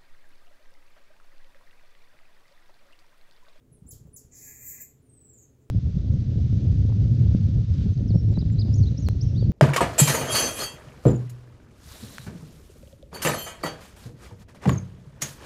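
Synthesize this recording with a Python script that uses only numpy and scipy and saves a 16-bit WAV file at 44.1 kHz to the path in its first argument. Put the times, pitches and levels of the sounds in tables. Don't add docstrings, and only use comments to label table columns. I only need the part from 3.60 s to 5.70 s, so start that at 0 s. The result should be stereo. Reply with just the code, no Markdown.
import sys
import numpy as np
from scipy import signal
from scipy.fft import rfft, irfft
from scipy.io import wavfile
from scipy.ndimage import uniform_filter1d

SR = 44100
rng = np.random.default_rng(int(sys.argv[2]) if len(sys.argv) > 2 else 0)


def convert_level_to_amplitude(level_db):
    exponent = np.asarray(level_db, float) / 20
    return 10 ** exponent


def unload_wav(signal):
    wavfile.write(
        sys.argv[1],
        SR,
        np.round(np.clip(np.atleast_2d(signal).T, -1, 1) * 32767).astype(np.int16),
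    )


N = 92610

# time in seconds, pitch in Hz, level in dB.
CHIRP_PATHS = [
    [(.108, 9300, -94), (.122, 10700, -65), (.13, 10900, -59), (.145, 9500, -68), (.16, 8550, -70.5),
     (.172, 8500, -89)],
    [(.264, 6900, -88), (.272, 7400, -75.5), (.285, 9700, -59), (.292, 10900, -41.5), (.3, 10200, -80),
     (.307, 7800, -63.5), (.316, 5300, -55.5), (.326, 3200, -62.5), (.334, 2900, -77)],
    [(.52, 7600, -109), (.534, 9750, -55), (.55, 9980, -45.5), (.557, 9000, -66), (.565, 7100, -59.5),
     (.573, 5600, -56.5), (.58, 4300, -66), (.586, 4100, -105)],
]
CHIRP_HARMONICS = [
    [-0.5, -26],
    [2, 1.5, 1, -8],
    [1, -0.5, -4, -16],
]
# time in seconds, lowest pitch in Hz, upward pitch swing in Hz, level in dB.
TRILL_PATH = [(1.42, 9750, 400, -76), (1.465, 8900, 900, -75), (1.5, 8200, 898, -70),
              (1.575, 7980, 895, -72), (1.695, 7490, 1420, -73.5), (1.74, 7040, 1920, -75.5),
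              (1.785, 6590, 2100, -72.5), (1.835, 6335, 730, -70.5), (1.868, 6480, 203, -111)]
TRILL_HARMONICS = [4, -5.5]
# frequency in Hz, gain in dB.
THROAT_COLOUR = [(6000, -15), (10000, 2), (12700, 10), (14200, -0.5), (16000, -14)]
# time in seconds, effort in dB, strain in dB, mouth opening as a pitch
# factor, mouth overtone level in dB.
SCREECH_COURSE = [(.695, -100, 16, 0.82, -31), (.72, -73, 16.5, 0.95, -20.5), (.755, -74, 26, 0.88, -5),
                  (.87, -62, 11.5, 0.98, 3), (.99, -65, 7, 1.09, 0.5), (1.085, -64.5, 18, 1.096, 6.5),
                  (1.19, -61, 6, 1.006, 0.5), (1.224, -61, 15.5, 1.07, 8), (1.245, -112, -39, 1.7, -7)]
# frequency in Hz, width
# in Hz, level in dB.
CHEST_RESONANCES = [(829, 280, -16), (1230, 720, -16.5), (1810, 170, -3.5), (2100, 550, 1), (2520, 520, -1),
                    (9300, 1300, -12.5)]
# frequency in Hz, width in Hz, level in dB.
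MOUTH_RESONANCES = [(5300, 4900, -18), (6660, 3350, -12)]
# frequency in Hz, width in Hz, level in dB.
MOUTH_OVERTONES = [(11300, 1500, -24), (12060, 1540, -6), (13800, 4900, -22)]
# start in seconds, length in seconds, level in dB.
SNIFF_EVENTS = [
    (.0, .035, -111),
    (1.992, 0.06, -87.5),
]
# frequency in Hz, time to fall 60 dB in seconds.
ROOM_DECAY = [(1000, 0.17), (3000, 0.37), (7000, 0.3), (12000, 0.28), (16000, 0.12)]
# delay in seconds, level in dB.
EARLY_ECHOES = [(.006, -3.5), (.012, -9), (0.023, -17.5)]
# frequency in Hz, gain in dB.
LEFT_PORT_COLOUR = [(60, 9.5), (3500, -2), (5700, 7), (7300, 25.5), (9300, 3), (11800, 2), (15000, 26)]
# start in seconds, peak in dB, frequency in Hz, length in cycles.
AIR_THUMPS = [(.113, -43.5, 141.6, 2.8), (.152, -41.5, 102, 1), (0.22, -33.5, 157.4, 1.96),
              (.25, -39, 71, 2.3), (0.327, -33.5, 99, 1.23), (.352, -41, 83, 1.6), (0.41, -37, 111, 2.3),
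              (.451, -36, 145, 1.3), (0.463, -36, 137, 1.17), (.48, -45, 82.6, 2), (0.536, -43.5, 123, 2.1),
              (0.33, -46, 417, 1.75), (0.473, -52, 544, 5.7), (0.253, -40, 220, 2.1)]
# time in seconds, level in dB.
GUST_SWELL = [(0, -82), (.1, -67), (.3, -47.5), (.55, -53.5), (.8, -58.5), (1.1, -60.5), (1.4, -64.5),
              (2.1, -82)]
# frequency in Hz, level in dB per Hz.
NOISE_SPECTRUM = [(15, -33.5), (25, -1), (102, -7), (436, -10.5), (768, -25), (1870, -29.5), (5070, -37.5),
                  (6460, -36), (15700, -38.5)]
# frequency in Hz, left-right correlation.
PORT_LIKENESS = [(60, -0.014), (180, 1), (550, 0.46), (1650, -0.25), (4970, 0.063), (15000, -0.065)]
# frequency in Hz, width in Hz, level in dB.
HUM_LINES = [(75.5, 18, -66.5), (119.8, 41, -63), (251.3, 39, -70.5), (425.5, 17, -74)]


def evened(x):
    return x / np.sqrt(np.mean(x ** 2) + 1e-20)


def read(points, hz):
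    f, value = np.transpose(points)
    return np.interp(np.log(hz + 1), np.log(f + 1), value)


def curves(rows, size=1):
    t, rows = np.arange(N) / SR, np.array(rows, float)
    smooth = [uniform_filter1d(np.interp(t, rows[:, 0], column), size) for column in rows.T[1:]]
    return smooth + [(t >= rows[0, 0]) & (t < rows[-1, 0])]


def resonate(x, hz, width):
    turn = np.exp(2j * np.pi * np.cumsum(hz * np.ones(len(x))) / SR)
    r = np.exp(-np.pi * width / SR)
    ringing = signal.lfilter([(1 - r) ** 2], [1, -2 * r, r * r], x / turn + 1e-18)
    return 2 * (turn * ringing).real


def coloured(x, table, share=1):
    gain = convert_level_to_amplitude(share * read(table, np.fft.rfftfreq(2 * N, 1 / SR)))
    return irfft(rfft(x, 2 * N) * gain)[:N]


def whistle(hz, db, harmonics_db):
    hz = hz * (1 + 0.0015 * evened(uniform_filter1d(rng.standard_normal(N), size=60)))
    phase = 2 * np.pi * np.cumsum(hz) / SR
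    soft_db = 0.2 * (db + 47)
    voice = 0
    for k, level_db in enumerate(harmonics_db, 1):
        if k > 1:
            level_db = level_db + soft_db + read(THROAT_COLOUR, k * hz)
        below_nyquist = np.clip((.47 * SR - k * hz) / 3000, 0, 1)
        voice = voice + convert_level_to_amplitude(level_db) * np.sin(k * phase) * below_nyquist
    return np.sqrt(2) * convert_level_to_amplitude(db) * voice


def chirps():
    out = np.zeros(N)
    for path, harmonics_db in zip(CHIRP_PATHS, CHIRP_HARMONICS):
        hz, db, on = curves(path, size=130)
        out += on * whistle(hz, db, harmonics_db)
    return out


def screech():
    slaps_per_s, slap_spread_db, breathy = 710, 1, 0.65
    effort_db, strain_db, mouth, over_db, on = curves(SCREECH_COURSE, size=200)
    slap_force = convert_level_to_amplitude(slap_spread_db * np.minimum(rng.exponential(1, N), 2))
    slaps = (rng.random(N) < slaps_per_s / SR) * slap_force
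    gate = breathy + (1 - breathy) * evened(uniform_filter1d(slaps, size=22))

    def band(table, shift, passes):
        out = 0
        for hz, width, db in table:
            x = gate * rng.standard_normal(N)
            for _ in range(passes):
                x = resonate(x, hz * shift, width)
            out = out + convert_level_to_amplitude(db) * evened(x)
        return out

    overtones = band(MOUTH_OVERTONES, mouth ** .6, passes=1)
    high = band(MOUTH_RESONANCES, mouth, passes=2) + convert_level_to_amplitude(over_db) * overtones
    low = band(CHEST_RESONANCES, 0.95, passes=2)
    return on * convert_level_to_amplitude(effort_db) * (low + convert_level_to_amplitude(strain_db) * high)


def trill():
    swings_per_s, slowing_per_s2, thin_db = 28.5, -21.0, -11.0
    low, swing, db, on = curves(TRILL_PATH, size=400)
    t = np.arange(N) / SR - 1.465
    up = .5 - .5 * np.cos(2 * np.pi * (swings_per_s * t + .5 * slowing_per_s2 * t ** 2))
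    return on * whistle(low + swing * up, db + thin_db * up, TRILL_HARMONICS)


def sniffs():
    t = np.arange(N) / SR
    hiss = evened(resonate(rng.standard_normal(N), 5000, 6900))
    since_tick = t - .4715
    out = convert_level_to_amplitude(-56) * np.exp(-(since_tick / .00005) ** 2) * np.cos(2 * np.pi * 10000 * since_tick)
    for start, length, db in SNIFF_EVENTS:
        out = out + hiss * convert_level_to_amplitude(db) * np.sin(np.pi * np.clip((t - start) / length, 0, 1))
    return out


def room(x):
    tail_db, build_s = -1, .012
    taps = np.zeros((2, SR // 2))
    at = np.arange(60, SR // 2 - 10, 10) + rng.integers(0, 10, (2, (SR // 2 - 61) // 10))
    np.put_along_axis(taps, at, rng.choice([-1., 1.], at.shape), 1)
    hz, t, z = signal.stft(taps, SR, nperseg=128)
    decay = convert_level_to_amplitude(-60 * t / read(ROOM_DECAY, hz)[:, None])
    tail = signal.istft(z * decay, SR, nperseg=128)[1]
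    tail = tail * np.minimum(np.arange(tail.shape[1]) / SR / build_s, 1)
    tail = convert_level_to_amplitude(tail_db) * tail / np.linalg.norm(tail[0])
    for s, db in EARLY_ECHOES:
        tail[[0, 1], [round(s * SR), round(s * 1.17 * SR)]] += convert_level_to_amplitude(db)
    tail[[0, 1], [0, 4]] += 1
    return signal.fftconvolve(x[None], tail, axes=1)[:, :N]


def air():
    t = np.arange(N) / SR
    lumps = convert_level_to_amplitude(4.2 * evened(uniform_filter1d(rng.standard_normal(N), size=900)))
    rumble = resonate(rng.standard_normal(N), 55, 190)
    out = convert_level_to_amplitude(curves(GUST_SWELL)[0]) * evened(lumps * rumble)
    for start, db, hz, cycles in AIR_THUMPS:
        progress = np.clip((t - start) * hz / cycles, 0, 1)
        swell = np.sin(np.pi * progress ** 0.81)
        out = out - convert_level_to_amplitude(db) * swell * np.sin(2 * np.pi * hz * (t - start))
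    return out * convert_level_to_amplitude(np.array([[-33.5], [0]]))


def house():
    frames, hz = N // 512 + 5, np.fft.rfftfreq(2048, 1 / SR)
    a, b, c, d = rng.standard_normal((frames, 1025, 4)).T
    same = np.clip(read(PORT_LIKENESS, hz), -1, 1)[:, None]
    left = a + 1j * b
    right = same * left + np.sqrt(1 - same ** 2) * (c + 1j * d)
    z = np.array([left, right]) * convert_level_to_amplitude(read(NOISE_SPECTRUM, hz))[:, None]
    bed = convert_level_to_amplitude(-63.5) * evened(signal.istft(z, nperseg=2048, noverlap=1536)[1][:, :N])
    hum = sum(convert_level_to_amplitude(db) * evened(resonate(rng.standard_normal(N), f, w)) for f, w, db in HUM_LINES)
    return np.array([coloured(bed[0], LEFT_PORT_COLOUR, share=0.13), bed[1]]) + hum


def scene():
    heard = room(chirps() + trill() + screech() + sniffs())
    monkey = convert_level_to_amplitude(-4.5) * np.array([coloured(heard[0], LEFT_PORT_COLOUR), heard[1]])
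    return monkey + house() + air()


def band_limit(x):
    return signal.sosfilt(signal.butter(12, 15890, fs=SR, output="sos"), x)


def record(dry):
    hush_db, hush_from_db, edge_hz = -5, -56, 15850
    hz, t, z = signal.stft(dry, SR, nperseg=512)
    call_power = (abs(z[:, hz > 5000]) ** 2).sum((0, 1))
    loud_db = 10 * np.log10(uniform_filter1d(call_power, size=5) + 1e-12)
    hush = hush_db * np.clip((loud_db - hush_from_db) / 10, 0, 1)
    inside = ((hz > 2750) & (hz < 4300))[:, None]
    x = signal.istft(z * convert_level_to_amplitude(inside * hush), SR, nperseg=512)[1][:, :N]
    lowpass = signal.firwin(511, edge_hz, window=("kaiser", 9), fs=SR)
    x = signal.oaconvolve(x, lowpass[None], "same", axes=1)
    return band_limit(x)


dry = scene()
out = record(dry)
unload_wav(out)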